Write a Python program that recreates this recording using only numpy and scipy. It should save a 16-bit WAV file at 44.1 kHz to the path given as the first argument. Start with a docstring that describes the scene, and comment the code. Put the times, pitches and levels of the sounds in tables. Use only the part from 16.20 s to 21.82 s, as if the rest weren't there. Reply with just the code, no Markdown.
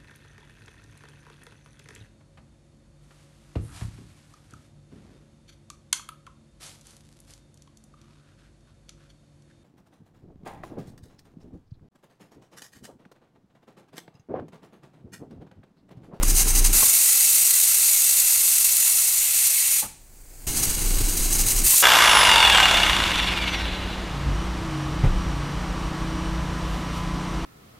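"""Pressure cooker blowing off steam

Just above the lid, the weight on the vent sputters, lifts into a full hissing jet, then drops
shut with a hollow chuff and a faint ring. A thin leak builds, the weight sputters again over
a low fluttering rumble, and the jet returns. A small kitchen reflects the steam."""
import sys
import numpy as np
from scipy import signal
from scipy.fft import rfft, irfft
from scipy.io import wavfile

SR = 44100
rng = np.random.default_rng(int(sys.argv[2]) if len(sys.argv) > 2 else 0)


def to_wav(sig):
    """Store sig (one row per channel, or 1-D mono) as 16-bit WAV at the path in sys.argv[1].

    Samples outside -1..1 are clipped; the rate is SR.
    """
    pcm = np.clip(np.atleast_2d(sig), -1, 1) * 32767
    pcm = np.round(pcm).astype(np.int16)
    wavfile.write(sys.argv[1], SR, pcm.T)  # frames by channels


N = 248045
TIME = np.arange(N) / SR
FFT_SIZE = 2 ** 18
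FREQS = np.fft.rfftfreq(FFT_SIZE, 1 / SR)

# hollow chuffs as the weight jumps or drops: peak t/s, length/s, level/dB, cavity f/Hz
CHUFF_HITS = [(.02, .022, -33, 520), (.034, .004, -20.5, 200), (.275, .012, -32, 380),
              (.631, .012, -27, 1070), (.66, .012, -42, 1050), (3.638, .024, -36, 850),
              (3.656, .018, -43, 1350), (3.668, .05, -50, 160), (5.539, .012, -31, 1070)]
# dull colour of a chuff: f/Hz, level/dB
CHUFF_EQ = [(60, 2), (200, 1), (500, -3), (800, -2), (1150, -1), (1600, -6), (2600, -6), (5000, -23),
            (15000, -45)]
# the weight sputters on its seat: start t/s, end t/s, hiss level/dB, rumble level/dB
SPUTTER_SPANS = [(0.025, 0.552, -28, -32), (4.267, 5.448, -27, -29.5)]
# spurts as it hops: peak t/s, span/s (a spurt fills 0.77 of it), level/dB ahead of the low shelf
HOP_SPURTS = [(.033, 0.0087, -18.5), (.099, .044, -21.5), (0.191, 0.084, -16.5), (.295, 0.058, -20),
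              (0.374, 0.058, -18), (0.461, 0.044, -18.5), (4.381, 0.054, -23.5), (4.443, 0.043, -21),
              (4.505, 0.039, -27), (4.894, 0.03, -26), (4.99, 0.06, -24.5), (5.045, 0.045, -24.5),
              (5.142, 0.055, -20.5), (5.205, 0.04, -18.5), (5.299, 0.076, -18.5), (5.383, 0.054, -22)]
# colour of steam squeezed under the weight: f/Hz, level/dB
SPUTTER_EQ = [(350, -43), (600, -18.5), (767, -4), (880, -9), (1540, -10.5), (2170, -8), (3540, -8),
              (3950, -2), (5410, -4.5), (6120, 1.5), (7510, -4), (8260, 2), (11500, -4), (13700, -5),
              (15700, -6.5)]
# peaks and notches of that narrow gap: f/Hz, width/Hz, gain/dB
GAP_RESONANCES = [(2147, 43, 7.5), (2770, 380, 2.5), (3630, 310, -6.5), (4270, 270, -5.5),
                  (5380, 340, -2.5), (6330, 42, 6), (6630, 200, 3), (6990, 140, 4), (7330, 370, 1.5),
                  (8000, 200, 2), (8850, 200, -2.5), (9180, 230, 4.5), (10500, 200, 0.5), (13300, 500, 6),
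                  (15000, 900, -11)]
# swells of throbbing air under the sputter: peak t/s, length/s, level/dB
THROB_SWELLS = [(0.093, 0.24, -18.5), (0.295, 0.14, -21), (0.439, .19, -17), (4.33, .06, -34),
                (4.53, 0.07, -30), (4.777, 0.26, -19), (5.07, 0.13, -24), (5.224, .08, -21.5),
                (5.4, 0.096, -21.5)]
# colour of the buffeting air: f/Hz, level/dB
RUMBLE_EQ = [(20, 4.5), (45, 5.5), (70, -3.5), (110, -3.5), (200, -11), (330, -8.5), (450, -15.5),
             (620, -24), (900, -30), (1800, -26), (5000, -29)]
# full jets with the weight lifted: lift t/s, rise/s, drop t/s, level/dB, opening roar boost/dB
JET_BLOWS = [(.526, .006, 3.594, -16, 7), (5.427, 0.042, 5.7, -15.5, 1)]
# bright colour of the full jet: f/Hz, level/dB
JET_EQ = [(100, -31.5), (250, -28), (600, -24), (1700, -18.5), (2300, -14.5), (3400, -13), (4100, -6.5),
          (5300, -8), (6300, -2.5), (8500, 0.5), (10800, -1.24), (13000, -4), (14500, -3.5), (15600, -11)]
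# peaks and notches of vent, weight and lid: f/Hz, width/Hz, gain/dB
VENT_RESONANCES = [(781, 44, 6.7), (1093, 35, 3.6), (1347, 35, 6.0), (1972, 67, 5.2), (2172, 78, 7.6),
                   (2658, 120, 8.0), (4424, 40, 4.9), (4483, 51, -5.3), (4737, 42, 4.7), (5682, 99, 2.9),
                   (6123, 53, 6.6), (6359, 35, 3.1), (6941, 53, 8.4), (7160, 64, 6.2), (7596, 156, -5.3),
                   (8042, 250, 4.3), (8208, 35, 2.6), (8386, 114, 5.0), (8832, 91, 4.3), (9079, 140, 5.7),
                   (9396, 35, 1.7), (9584, 54, 5.1), (9807, 37, 3.6), (10061, 72, 4.8), (10683, 35, 3.3),
                   (11447, 123, 4.6), (11898, 69, 5.4), (12181, 193, 6.4), (12771, 250, 5.6),
                   (13302, 159, 4.5)]
# the weight rocks on the weakening jet: peak t/s, length/s, jet gain/dB, hollow ring gain/dB
WEIGHT_ROCKS = [(2.932, .2, -0.9, -0.8), (3.082, 0.12, -2, 3.5), (3.2, 0.13, 0.2, 3), (3.45, 0.26, -1, 4)]
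# metal modes of the landing weight: f/Hz, level/dB, t60/s
WEIGHT_MODES = [(872, -54, .45), (935, -56, .45), (2326, -57, .45), (2519, -59, .6)]
# colour of the thin leak: f/Hz, level/dB
LEAK_EQ = [(200, -5), (700, 0), (1100, -7), (1700, -7), (2300, -4), (3500, -20), (4500, -3.5), (5400, -8),
           (6600, 0.5), (8300, 2.5), (9400, 0.5), (10300, -3.5), (13000, -3), (15700, -4)]
# reverb time of the kitchen: f/Hz, t60/s
KITCHEN_DECAY = [(200, 0.96), (1000, 0.47), (3000, 0.56), (8000, 0.46), (15000, 0.19)]
# colour of the low room tone: f/Hz, level/dB
ROOM_TONE_EQ = [(20, 0), (45, -0.5), (70, -1), (110, -3.5), (160, -11.5), (220, -48), (450, -20),
                (1000, -30), (3500, -34), (15000, -33)]

CRACK_S = 0.003  # the seal cracks open at once
SETTLE_DB_PER_S = 170  # the sputter dies as the weight lifts clear
SHUT_DB_PER_S = 288  # the dropping weight chokes the jet; the leak cuts off as fast


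def amp(db):
    """Decibels to gain."""
    return 10 ** (np.asarray(db) / 20)


def unit(x):
    """Scales to rms 1."""
    return x / np.sqrt(np.mean(x ** 2) + 1e-20)


def curve(points, hz):
    """Reads a table on a log-frequency axis."""
    f, value = np.transpose(points)
    return np.interp(np.log(hz + 1), np.log(f + 1), value)


def noise(gain):
    """Noise of rms 1, shaped by a gain for each frequency."""
    real, imaginary = rng.standard_normal((2, len(FREQS)))
    return unit(irfft((real + 1j * imaginary) * gain)[:N])


def turbulence(eq, resonances=()):
    """Noise with a broad colour and narrow resonances."""
    db = curve(eq, FREQS)
    for hz, width, peak_db in resonances:
        db += peak_db / (1 + (2 * (FREQS - hz) / width) ** 2)
    return noise(amp(db))


def waver(rate_hz):
    """Random motion of rms 1, rolling off above the given rate."""
    return noise(FREQS / (FREQS + rate_hz / 10) / np.hypot(1, (FREQS / rate_hz) ** 2))


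def lowpass(x, edge_hz):
    """The part of a sound under a soft edge."""
    return irfft(rfft(x, FFT_SIZE) / (1 + (FREQS / edge_hz) ** 8))[:N]


def burst(peak_s, length_s):
    """A short, round-topped envelope of height 1."""
    return np.exp(-(np.abs(TIME - peak_s) / (length_s / 2)) ** 3)


def valve(start, rise_s, end, fall_db_per_s):
    """Envelope of a valve: a straight attack, a hold, and a release after the end."""
    return np.clip((TIME - start) / rise_s, 0, 1) * amp(-fall_db_per_s * np.maximum(TIME - end, 0))


def wet_flutter(sway_db, sway_hz, spit_db, spit_hz):
    """Gain of a wet steam flow: it sways with the weight, and droplets roughen it."""
    return unit(amp(sway_db * waver(sway_hz) + spit_db * waver(spit_hz)))


def turning(x, echo_db, max_turn_hz, longest_s, count):
    """The weight turns and aims its jets at different surfaces, so near echoes come and go."""
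    out = x.copy()
    for delay, speed, phase in rng.random((count, 3)):
        aim = np.sin(2 * np.pi * (max_turn_hz * speed * TIME + phase))
        out += amp(echo_db) * aim * np.roll(x, int(delay * longest_s * SR))
    return unit(out)


def chuffs():
    """A sudden move of the weight pushes a puff of steam through its cavity."""
    out = np.zeros(N)
    for peak_s, length, db, cavity_hz in CHUFF_HITS:
        puff = turbulence(CHUFF_EQ, resonances=[(cavity_hz, 130, 13)])
        out += amp(db) * np.sqrt(burst(peak_s, length)) * puff
    return out


def sputter():
    """Steam squeezes under the weight, and each hop frees a brighter spurt."""
    flow = sum(amp(db) * valve(start, CRACK_S, end, SETTLE_DB_PER_S)
               for start, end, db, _ in SPUTTER_SPANS)
    hiss = turbulence(SPUTTER_EQ, GAP_RESONANCES)
    hiss = turning(hiss, echo_db=-15, max_turn_hz=0.42, longest_s=0.008, count=8)
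    spurt_power = sum(amp(db) ** 2 * burst(t, 0.77 * span) for t, span, db in HOP_SPURTS)
    spurts = turbulence(SPUTTER_EQ, GAP_RESONANCES)
    spurts -= 0.37 * lowpass(spurts, edge_hz=3800)  # low shelf thins the body
    steam = hiss * flow + spurts * np.sqrt(spurt_power)
    return steam * wet_flutter(sway_db=1.2, sway_hz=49, spit_db=0.15, spit_hz=700)


def buffeting():
    """Air moved by the sputter and the leak throbs, each throb carrying a gust of rumble."""
    throb_hz = 30.06 * (1 + 0.03 * waver(15))
    throb = np.sin(2 * np.pi * (np.cumsum(throb_hz) / SR + rng.random()))
    swell = np.sqrt(sum(amp(db) ** 2 * burst(t, length) for t, length, db in THROB_SWELLS))
    draught = sum(amp(db) * valve(start, CRACK_S, end, SETTLE_DB_PER_S)
                  for start, end, _, db in SPUTTER_SPANS)
    airflow = np.hypot(draught, amp(-14.5) * swell) + amp(-1.5) * leak_flow()
    rumble = turbulence(RUMBLE_EQ) * airflow * amp(2.0 * waver(33) + 0.47 * throb)
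    return rumble + np.sqrt(2) * throb * (swell + amp(2.5) * leak_flow())


def jet():
    """The full jet rings the vent: a roaring surge, then a sag in which the weight's hollow stands out."""
    steam = turbulence(JET_EQ, VENT_RESONANCES)
    steam = turning(steam, echo_db=-22, max_turn_hz=0.31, longest_s=0.014, count=10)
    roar = lowpass(steam, edge_hz=1800)
    hollow = lowpass(steam - roar, edge_hz=3260)
    rocking_db = sum(db * burst(t, length) for t, length, db, _ in WEIGHT_ROCKS)
    ring_db = 1.35 + sum(db * burst(t, length) for t, length, _, db in WEIGHT_ROCKS)
    surge_s, surge_db, sag_db_per_s = 0.14, 0.5, 1.02
    out = np.zeros(N)
    for lift, rise_s, drop, db, roar_db in JET_BLOWS:
        age = np.maximum(TIME - lift, 0)
        surge = np.exp(-(age / surge_s) ** 4)
        sag_db = sag_db_per_s * age - rocking_db  # pressure falls while the jet blows
        roar_boost = (amp(roar_db * surge) - 1) * roar
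        hollow_boost = (amp(ring_db + 0.36 * sag_db) - 1) * hollow
        envelope = amp(db + surge_db * surge - sag_db) * valve(lift, rise_s, drop, SHUT_DB_PER_S)
        out += (steam + roar_boost + hollow_boost) * envelope
    return out * wet_flutter(sway_db=1.11, sway_hz=51.4, spit_db=-0.4, spit_hz=890)


def landing_ring(land_s):
    """The weight rings faintly as it lands on the vent tube."""
    age = np.maximum(TIME - land_s, 0)
    return sum(amp(db - 60 * age / t60) * np.sin(2 * np.pi * hz * age) for hz, db, t60 in WEIGHT_MODES)


def leak_flow(start_s=3.64, end_s=4.268, top_db=-46.5, growth_db_per_s=22.5):
    """Envelope of the leak: it grows with the pressure under the shut weight until the seal cracks."""
    level_db = top_db + growth_db_per_s * np.minimum(TIME - end_s, 0)
    return amp(level_db) * valve(start_s, CRACK_S, end_s, SHUT_DB_PER_S)


def leak():
    """A thin, spitting hiss slips past the shut weight."""
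    hiss = turbulence(LEAK_EQ) * leak_flow()
    return hiss * wet_flutter(sway_db=1.0, sway_hz=39.8, spit_db=1.5, spit_hz=800)


def kitchen(x):
    """Dense reflections of a small room, the treble dying first."""
    reflections = rng.standard_normal(SR // 2) * (TIME[:SR // 2] > 0.005)  # 5 ms pre-delay
    hz, t, bands = signal.stft(reflections, SR, nperseg=256)
    decay = amp(-60 * t / curve(KITCHEN_DECAY, hz)[:, None])
    _, tail = signal.istft(bands * decay, SR)
    return signal.fftconvolve(x, tail / np.linalg.norm(tail))[:N]


def scene():
    """The cooker in its kitchen over quiet room tone, the same in both ears."""
    cooker = jet() + sputter() + leak() + chuffs() + landing_ring(land_s=3.635)
    mono = cooker + amp(-14) * kitchen(cooker) + buffeting() + amp(-56) * turbulence(ROOM_TONE_EQ)
    return np.array([mono, mono])


def record(dry):
    """A steep high cut takes the very top off the hiss."""
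    high_cut = signal.firwin(1023, cutoff=15800, window=("kaiser", 9), fs=SR)
    return signal.oaconvolve(dry, high_cut[None], "same", axes=1)


dry = scene()
out = record(dry)
to_wav(out)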